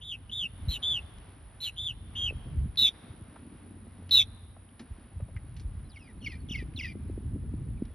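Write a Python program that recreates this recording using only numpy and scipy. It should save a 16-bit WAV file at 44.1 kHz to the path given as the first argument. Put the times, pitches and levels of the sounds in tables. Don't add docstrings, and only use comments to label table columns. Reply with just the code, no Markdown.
import sys
import numpy as np
from scipy import signal
from scipy.fft import rfft, irfft
from scipy.io import wavfile
from scipy.ndimage import map_coordinates

SR = 44100
rng = np.random.default_rng(int(sys.argv[2]) if len(sys.argv) > 2 else 0)


def materialize(psi):
    bounded = np.clip(np.atleast_2d(psi).T, -1, 1)
    quanta = np.round(bounded * 32767).astype(np.int16)
    wavfile.write(sys.argv[1], SR, quanta)


N = 350154
TIME = np.arange(N) / SR

# hz, gain_db
OVERTONES = [(3500, -0.5), (5200, -9.5), (6200, 1.5), (7600, 4), (9300, -7.5), (11600, 2), (13000, -5),
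             (15500, 0.5)]


def undb(db):
    return 10 ** (np.asarray(db) / 20)


def unit(x):
    return x / np.sqrt(np.mean(x ** 2))


def curve(rows, t=TIME):
    s, *columns = np.transpose(rows)
    return [np.interp(t, s, c) for c in columns]


def colour(x, points):
    hz, db = np.transpose(points)
    f = np.fft.rfftfreq(len(x), 1 / SR)
    gain = undb(np.interp(np.log(f + 1), np.log(hz), db))
    return irfft(rfft(x) * gain, len(x))


def walk(rate, size=N):
    place = np.arange(size) * rate / SR
    return map_coordinates(rng.standard_normal(16384), [place], order=2, mode="wrap")


def add(track, start, sound):
    i = max(int(start * SR), 0)
    track[i:i + len(sound)] += sound[:N - i]


def echo(x, db, rise_s, t60):
    t = TIME[:SR]
    shape = np.clip((t - .002) / rise_s, 0, 1) * undb(-60 * t / t60)
    response = unit(shape) * rng.standard_normal(SR) / np.sqrt(SR)
    return undb(db) * signal.fftconvolve(x, response)[:N]


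def arch(start, length, top_hz, rise_hz, fall_hz, db, swell_db, crest, late, attack_s, release_s,
         attack_db=14, release_db=14):
    u = np.linspace(0, 1, 128)
    crest = np.clip(crest, .01, .9)
    before = np.maximum(1 - u / crest, 0)
    after = np.maximum((u - crest) / (1 - crest), 0)
    hz = top_hz - rise_hz * before ** 2 - fall_hz * np.sin(np.pi / 2 * after ** late) ** 2
    attack = attack_db * np.maximum(1 - u * length / attack_s, 0) ** 2
    release = release_db * np.maximum(1 - (1 - u) * length / release_s, 0) ** 2
    level_db = db + swell_db * (u - .5) - attack - release
    return np.column_stack([start + u * length, hz, level_db])


def add_trill(track, rows, trill_hz, swing_hz, throb, rough_hz, creak, burst_hz=0, settle_s=0.012, fade_s=0.0012):
    start, end = rows[0][0], rows[-1][0]
    t = np.arange(start, end, 1 / SR)
    hz, db = curve(rows, t)
    beat = 2 * np.pi * np.cumsum(trill_hz * (1 + 0.025 * walk(46, len(t)))) / SR
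    swing_hz = swing_hz + burst_hz * np.exp((start - t) / settle_s)
    hz = hz + swing_hz * (np.sin(beat) + 0.17 * np.sin(2 * beat))
    hz = hz + rough_hz * walk(700, len(t))
    depth = np.clip(throb * (1 + 0.23 * walk(110, len(t))), 0, 1)
    pulse = 1 - depth * np.sin(beat + .5)
    rattle = creak * ((1 - np.sin(beat)) / 2) ** 4 * walk(4500, len(t))
    gate = np.clip(np.minimum(t - start, end - t) / fade_s, 0, 1)
    size = unit(pulse * undb(walk(90, len(t)))) * undb(db) * gate
    phase = 2 * np.pi * np.cumsum(hz) / SR + rattle
    add(track, start, np.sqrt(2) * size * np.exp(1j * phase))


def glides(notes, bend, rough_hz, flicker_db, fade_db=0):
    track = np.zeros(N, complex)
    for start, length, from_hz, to_hz, db in notes:
        u = np.linspace(0, 1, max(int(length * SR), 64))
        progress = (1 - np.exp(-bend * u)) / (1 - np.exp(-bend))
        hz = from_hz + (to_hz - from_hz) * progress + rough_hz * walk(1036, len(u))
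        level_db = db - fade_db * (u - .5) + flicker_db * walk(258, len(u))
        swell = np.abs(np.sin(np.pi * u ** 1.2)) ** 0.4 * undb(level_db)
        add(track, start, np.sqrt(2) * swell * np.exp(2j * np.pi * np.cumsum(hz) / SR))
    return track


def throat(tone, resonance, second_db, third_db, fourth_db, rasp_db, blur=.5):
    size = np.abs(tone)
    turn = np.exp(1j * (np.angle(tone) + blur * walk(900) / 2))
    harmonics = undb(second_db) * turn ** 2 + undb(third_db) * turn ** 3 + undb(fourth_db) * turn ** 4
    overtones = size * harmonics.real
    rasp = unit(colour(rng.standard_normal(N), [(800, -22), (2000, -3.5), (3000, 10.0), (4600, -12),
                                                (6500, 0), (12000, -2.0), (15500, -22.5)]))
    return tone.real + colour(overtones + undb(rasp_db) * size * rasp, resonance)


def field(trim_db=3):
    # hz, relative_db
    field_spectrum = [(150, -14), (300, -0.5), (540, -4.5), (820, -4.5), (1700, -9), (3700, -16),
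                      (5500, -27), (7500, -37.5), (12000, -51), (15500, -38.5)]
    # s, level_db
    field_level = [(.1, -69.5), (.85, -59.5), (1.4, -64.5), (2.0, -65), (2.3, -61.5), (2.7, -64.5),
                   (3.05, -62), (4.0, -66.5), (6.2, -67), (7.94, -67)]
    # hz, gain_db
    field_side = [(250, -13), (520, -3), (1000, -5.5), (3000, -11.5), (8000, -12.5)]
    level_db, = curve(field_level)
    mid, side = (unit(colour(rng.standard_normal(N), field_spectrum)) * undb(1.0 * walk(7.8))
                 for _ in range(2))
    return undb(level_db + trim_db) * (mid + colour(side, field_side) * np.array([[1], [-1]]))


def drone():
    # s, level_db
    drone_level = [(3.2, -70.5), (3.45, -56.5), (3.85, -48.5), (4.2, -46), (4.45, -55.5), (4.8, -59.5),
                   (5.1, -77)]
    # hz, relative_db
    drone_lines = [(91.5, -1), (220, -12), (240, -19)]
    level_db, = curve(drone_level)
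    lines = np.zeros(N)
    for hz, db in drone_lines:
        phase = 2 * np.pi * np.cumsum(hz * (1 + 0.016 * walk(4.5))) / SR
        lines += undb(db + 2 * walk(1.8)) * np.sin(phase)
    return np.sqrt(2) * undb(level_db) * lines


def insect(trim_db=1, stroke_width=0.23, stroke_hz=66.2):
    # hz, gain_db
    insect_spectrum = [(6800, -36), (8300, 1), (9100, -6.5), (9700, -4.5), (10300, -7), (10950, -4.5),
                       (11350, -24), (12000, -30.5)]
    # s, level_db
    insect_level = [(.3, -69), (.65, -63), (1.2, -66.5), (3.5, -65), (4.0, -67), (7.94, -67)]
    level_db, = curve(insect_level)
    stroke = np.cumsum(stroke_hz * (1 + .008 * walk(10))) / SR
    buzz = np.zeros(N)
    for hz, moment in [(9250, .25), (10250, 0.51), (10900, 0.6)]:
        ring = unit(colour(rng.standard_normal(N), [(hz - 1200, -30), (hz, 0), (hz + 1200, -30)]))
        turn = 2 * np.pi * (stroke - moment)
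        buzz += ring * np.exp((np.cos(turn) - 1) / (2 * np.pi * stroke_width) ** 2)
    return unit(colour(buzz, insect_spectrum)) * undb(level_db + trim_db)


def eddy(hz, cycles=1.23, sink=0.11):
    turns = TIME[:8192] * hz
    age = turns / cycles
    envelope = (2 * age) ** 2 * np.exp(2 - 4 * age)
    return envelope * np.sin(2 * np.pi * turns * (1 + sink) / (1 + sink * np.sqrt(age)))


def wind(rumble_trim_db=1.5, flutter_trim_db=-3.5, patchy_db=4.5, lumpy_db=1.5, eddy_db=3, eddy_hz=260,
         spread_db=3, eddy_count=110, gust_flutter_db=-24.5):
    # s, rumble_db, flutter_db
    breeze = [(0, -52.5, -57), (1.05, -47, -54.5), (1.5, -52, -63), (2.2, -46.5, -52.5), (3.0, -56, -53.5),
              (3.3, -55.5, -51.5), (3.65, -56, -47), (4.3, -48, -55), (4.65, -59, -59.5), (5.0, -58, -58),
              (5.45, -46, -55.5), (6.0, -54, -57.5), (6.17, -44.5, -46.5), (7.0, -40.5, -46),
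              (7.7, -37.5, -41.5), (7.94, -46.5, -52)]
    # peak_s, length_s, rumble_db
    gusts = [(0.66, 0.14, -34.5), (2.325, 0.19, -39), (2.59, 0.23, -32), (2.821, 0.066, -40),
             (4.915, 0.033, -41.5), (5.254, 0.23, -42.5), (5.703, 0.31, -38), (6.598, 0.21, -38)]
    # start_s, level_db, pitch_hz
    buffets = [(0.676, -19.5, 73), (2.308, -35.5, 483), (2.324, -35.5, 387), (2.571, -21, 72),
               (2.656, -27, 159), (3.098, -32.5, 102), (3.215, -35, 100), (5.159, -31, 81),
               (5.221, -25, 102.5), (5.357, -26.5, 92), (5.642, -23.5, 53), (6.508, -28, 201),
               (6.625, -31.5, 294), (6.954, -33, 318), (7.098, -28.5, 302), (7.177, -28.5, 312),
               (7.329, -23.5, 111.4), (7.36, -29, 265), (7.538, -24, 208), (7.821, -19.5, 235)]
    # hz, relative_db
    rumble_spectrum = [(12, -42.5), (20, -9), (44, 2), (73, 3), (93, 2.5), (150, -6), (255, -23.5),
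                       (400, -37), (520, -54), (880, -120)]
    flutter_spectrum = [(100, -18.5), (170, -2.5), (240, 1.5), (330, -7.5), (480, -22), (700, -35),
                        (1200, -75)]
    # hz, gain_db
    wind_side = [(30, -7.5), (70, -20), (140, -20.5), (300, -13.5)]

    rumble_db, flutter_db = curve(breeze)
    gust = sum(undb(db) * np.exp(-(2 * (TIME - s) / length) ** 2) for s, length, db in gusts)
    rumble = np.hypot(undb(rumble_db + rumble_trim_db), gust) * undb(lumpy_db * walk(22))
    flutter = np.hypot(undb(flutter_db + flutter_trim_db), gust * undb(gust_flutter_db))

    def turbulence():
        deep = unit(colour(rng.standard_normal(N), rumble_spectrum))
        patchy = rng.standard_normal(N) * undb(patchy_db * walk(70))
        return rumble * deep + flutter * unit(colour(patchy, flutter_spectrum))

    mid, side = turbulence(), turbulence()
    places = rng.integers(0, N, eddy_count)
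    for i, (size, octaves) in zip(places, rng.standard_normal((eddy_count, 2))):
        level = flutter[i] * undb(eddy_db + spread_db * size)
        add(mid, i / SR, level * eddy(eddy_hz * 2 ** (.4 * octaves)))
    for start, db, hz in buffets:
        add(mid, start, undb(db) * eddy(hz))
    return mid + colour(side, wind_side) * np.array([[1], [-1]])


def knocks():
    # start_s, peak_db, ring_hz, width_hz, t60_s
    knock_rows = [(1.185, -47, 3500, 5070, 0.0067), (2.758, -41.5, 3250, 3000, 0.014),
                  (3.359, -41.5, 1000, 1202, 0.054), (4.093, -40, 3030, 1516, 0.038),
                  (4.565, -48, 680, 297, 0.032), (4.689, -54, 2900, 403, 0.016),
                  (4.794, -39.5, 2530, 7200, 0.092), (4.798, -37.5, 250, 70.9, 0.17),
                  (5.201, -40.5, 570, 90, 0.046), (5.203, -51, 1305, 890, 0.039),
                  (5.283, -49, 580, 130, 0.07), (5.364, -40, 2060, 294, 0.061),
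                  (5.565, -47.5, 3440, 5090, 0.11), (5.597, -46, 4300, 5010, 0.09),
                  (6.738, -50, 2320, 1470, 0.017), (7.852, -51.5, 3300, 2510, 0.045)]
    track, t = np.zeros(N), TIME[:8192]
    for start, db, hz, width_hz, t60 in knock_rows:
        burst = rng.standard_normal(len(t)) * undb(-60 * t / t60)
        ring = signal.lfilter(*signal.iirpeak(hz, hz / min(width_hz, SR / 4), fs=SR), burst)
        ring = signal.lfilter(*signal.butter(2, min(1.4 * hz, SR / 3), fs=SR), ring)
        add(track, start, undb(db) * ring / np.abs(ring).max())
    return track


def far_whistles():
    # start_s, length_s, from_hz, to_hz, level_db
    whistles = [(5.84, 0.038, 4050, 4100, -72.5), (6.198, 0.17, 4300, 4215, -65.5),
                (6.39, 0.042, 4400, 4350, -72.5), (7.77, 0.02, 2600, 2235, -64.5)]
    return glides(whistles, bend=0.74, rough_hz=12, flicker_db=3.5).real


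def falling_calls(low_db=4.5, last_db=-8, last_hz=2080):
    # start_s, sweep_s, from_hz, to_hz,
    # sweep_db, second_s, second_db, tail_s, tail_db, lag_s of the tail's low note
    falling = [(5.89, 0.07, 5620, 2630, -63.5, 0.021, -49, 0.15, -65, 0.097),
               (6.238, 0.022, 3230, 2676, -47, .024, -39, 0.1, -55, .024),
               (6.509, .034, 3565, 2610, -38.5, 0.024, -38.5, 0.079, -54, 0.015),
               (6.76, .026, 4390, 3230, -43, .030, -38.5, 0.12, -46.5, 0.018)]
    # start_s, level_db
    pickups = [(6.213, -53), (6.487, -43.5)]
    # hz, gain_db
    mellow = [(2000, -2), (3600, 6.5), (4200, -9), (5000, 8.5), (6000, 1), (7000, -17), (9500, -31),
              (12500, -11), (15500, 12)]
    pickup_s, pickup_from_hz, pickup_to_hz = .022, 3500, 2730
    gap_s = 0.0012
    step_hz, landing_hz = 221, 2074
    overlap_s = 0.0058
    held_from_hz, held_to_hz = 3240, 2340
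    low_from_hz, low_to_hz, low_s = 2250, 1842, .046

    sweeps = [(start, pickup_s, pickup_from_hz, pickup_to_hz, db) for start, db in pickups]
    held, lows = [], []
    for start, sweep_s, from_hz, to_hz, sweep_db, second_s, second_db, tail_s, tail_db, lag_s in falling:
        second = start + sweep_s
        tail = second + second_s - overlap_s
        low = tail + lag_s
        sweeps.append((start, sweep_s - gap_s, from_hz, to_hz, sweep_db))
        sweeps.append((second, second_s, to_hz - step_hz, landing_hz, second_db))
        held.append((tail, tail_s, held_from_hz, held_to_hz, tail_db))
        lows.append((low, low_s, low_from_hz, low_to_hz, tail_db + low_db))
        lows.append((low + low_s, tail_s - lag_s - low_s, last_hz, last_hz, tail_db + last_db))
    tone = glides(sweeps, bend=1.1, rough_hz=30, flicker_db=3.5)
    tone += glides(held, bend=4.2, rough_hz=45, flicker_db=4, fade_db=9.5)
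    tone += glides(lows, bend=1.6, rough_hz=35, flicker_db=3.0, fade_db=3.0)
    return throat(tone, mellow, second_db=-16.0, third_db=-31, fourth_db=-28, rasp_db=-18.5, blur=.2)


def harsh_chirps(lag_s=0.023, overhang_s=0.0081):
    # start_s, length_s, upper_hz, upper_fall_hz, upper_db, lower_hz, lower_fall_hz, lower_db
    harsh = [(.683, 0.087, 4120, 404, -36.5, 3350, 520, -40.5),
             (1.602, 0.087, 4110, 99, -36.5, 3560, 786, -37.5)]
    tone = np.zeros(N, complex)
    for start, length, upper_hz, upper_fall_hz, upper_db, lower_hz, lower_fall_hz, lower_db in harsh:
        upper = arch(start, length, upper_hz, 216, upper_fall_hz, upper_db, swell_db=-3.0,
                     crest=0.252, late=1.41, attack_s=0.037, release_s=0.028)
        lower = arch(start + lag_s, length - lag_s + overhang_s, lower_hz, 0, lower_fall_hz, lower_db,
                     swell_db=19.5, crest=0.045, late=1.0, attack_s=0.0042, release_s=0.029)
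        add_trill(tone, upper, trill_hz=162.7, swing_hz=152, throb=0.46, rough_hz=65, creak=0.025)
        add_trill(tone, lower, trill_hz=175.7, swing_hz=110, throb=0.16, rough_hz=77.5, creak=0.064)
    return throat(tone, OVERTONES, second_db=-27.5, third_db=-24.5, fourth_db=-35, rasp_db=-18.5)


def chirps(from_hz=2850, flick_db=-15, flick_s=.011):
    # start_s, length_s, top_hz, rise_hz, fall_hz, late (exponent delaying the fall), level_db,
    # swell_db, trill_hz, swing_hz, throb (0-1), lead_s of the flick, flick_hz it reaches
    chirp_rows = [(.010, 0.15, 3594, 520, 875, 1.48, -42, 15.5, 163.3, 180, 0.32, 0.0016, 3060),
                  (0.313, .155, 3628, 233, 883, 1.23, -34.5, 9, 180.5, 133, .4, .019, 3050),
                  (0.826, 0.17, 3544, 96, 776, 1.58, -31.5, -1, 170, 124, 0.4, .005, 4000),
                  (1.772, 0.15, 3590, 254, 768, 1.9, -35, 4, 162.3, 115, 0.5, .009, 3820),
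                  (2.155, 0.15, 3230, 69.8, 640, 2.44, -32.5, 4.5, 178, 140, 0.13, .004, 2960)]
    tone = np.zeros(N, complex)
    for (start, length, top_hz, rise_hz, fall_hz, late, db, swell_db,
         trill_hz, swing_hz, throb, lead_s, flick_hz) in chirp_rows:
        flick = (start - lead_s, flick_s, from_hz, flick_hz, db + flick_db)
        tone += glides([flick], bend=0.63, rough_hz=90, flicker_db=4)
        note = arch(start, length, top_hz, rise_hz, fall_hz, db, swell_db, crest=.33, late=late,
                    attack_s=.016, release_s=0.032, attack_db=12)
        add_trill(tone, note, trill_hz, swing_hz, throb, rough_hz=36, creak=.025, burst_hz=240)
    return throat(tone, OVERTONES, second_db=-28.0, third_db=-27.5, fourth_db=-51, rasp_db=-39.5, blur=0.37)


def loud_calls(sum_db=-8, lag_s=.031, lower_hz=3040, lower_fall_hz=503):
    # start_s, length_s, top_hz, fall_hz, level_db, swell_db, trill_hz, lower_db
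    loud = [(2.772, 0.12, 3896, 372, -20, 0, 137.6, -45), (4.109, 0.12, 3999, 452, -17.5, -4, 137.8, -40)]
    main, second = np.zeros((2, N), complex)
    for start, length, top_hz, fall_hz, db, swell_db, trill_hz, lower_db in loud:
        upper = arch(start, length, top_hz, 140, fall_hz, db, swell_db, crest=0.18, late=0.92,
                     attack_s=.07, release_s=.055, attack_db=9, release_db=10.5)
        lower = arch(start + lag_s, length - lag_s, lower_hz, 0, lower_fall_hz, lower_db,
                     swell_db=10.5, crest=0.025, late=0.99, attack_s=.015, release_s=0.015)
        add_trill(main, upper, trill_hz, swing_hz=185, throb=0.28, rough_hz=35, creak=0.066, burst_hz=200)
        add_trill(second, lower, trill_hz, swing_hz=200, throb=0.89, rough_hz=100, creak=0.11)
    sum_tone = undb(sum_db) * (second * np.exp(1j * np.angle(main))).real
    call = throat(main + second, OVERTONES, second_db=-31.5, third_db=-29.0, fourth_db=-30.5,
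                  rasp_db=-31, blur=0.97)
    return colour(call + sum_tone, [(1000, -5.5), (1900, -4.5), (2500, 0)])


def scene(close_db=-11.5):
    background = field() + drone() + insect() + wind() + knocks()
    perched = far_whistles() + falling_calls() + harsh_chirps() + chirps()
    close = loud_calls()
    birds = perched + close + echo(perched + close, db=-8.0, rise_s=0.00084, t60=0.054)
    to_trees = perched + undb(close_db) * close
    trees = np.array([echo(to_trees, db=-29, rise_s=.22, t60=.85) for _ in range(2)])
    return background + birds + trees


def ports(stereo):
    # hz, phase_rad
    port_phase = [(1800, 0), (2600, .85), (3500, .7), (4500, .85), (5000, .05), (5500, .15), (6000, 1.3),
                  (7000, 2.7), (8000, 3.4), (10600, 6.15), (11400, 6.35), (12500, 7.3), (13300, 9),
                  (14500, 9.5), (15800, 10.5)]
    phase = np.interp(np.fft.rfftfreq(N, 1 / SR), *np.transpose(port_phase))
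    return irfft(rfft(stereo) * np.exp(.5j * phase * np.array([[1], [-1]])), N)


def record(dry, bass_hz=38, top_hz=15850):
    sound = signal.sosfilt(signal.butter(5, bass_hz, "high", fs=SR, output="sos"), ports(dry))
    return signal.sosfilt(signal.ellip(8, .2, 80, top_hz, fs=SR, output="sos"), sound)


dry = scene()
out = record(dry)
materialize(out)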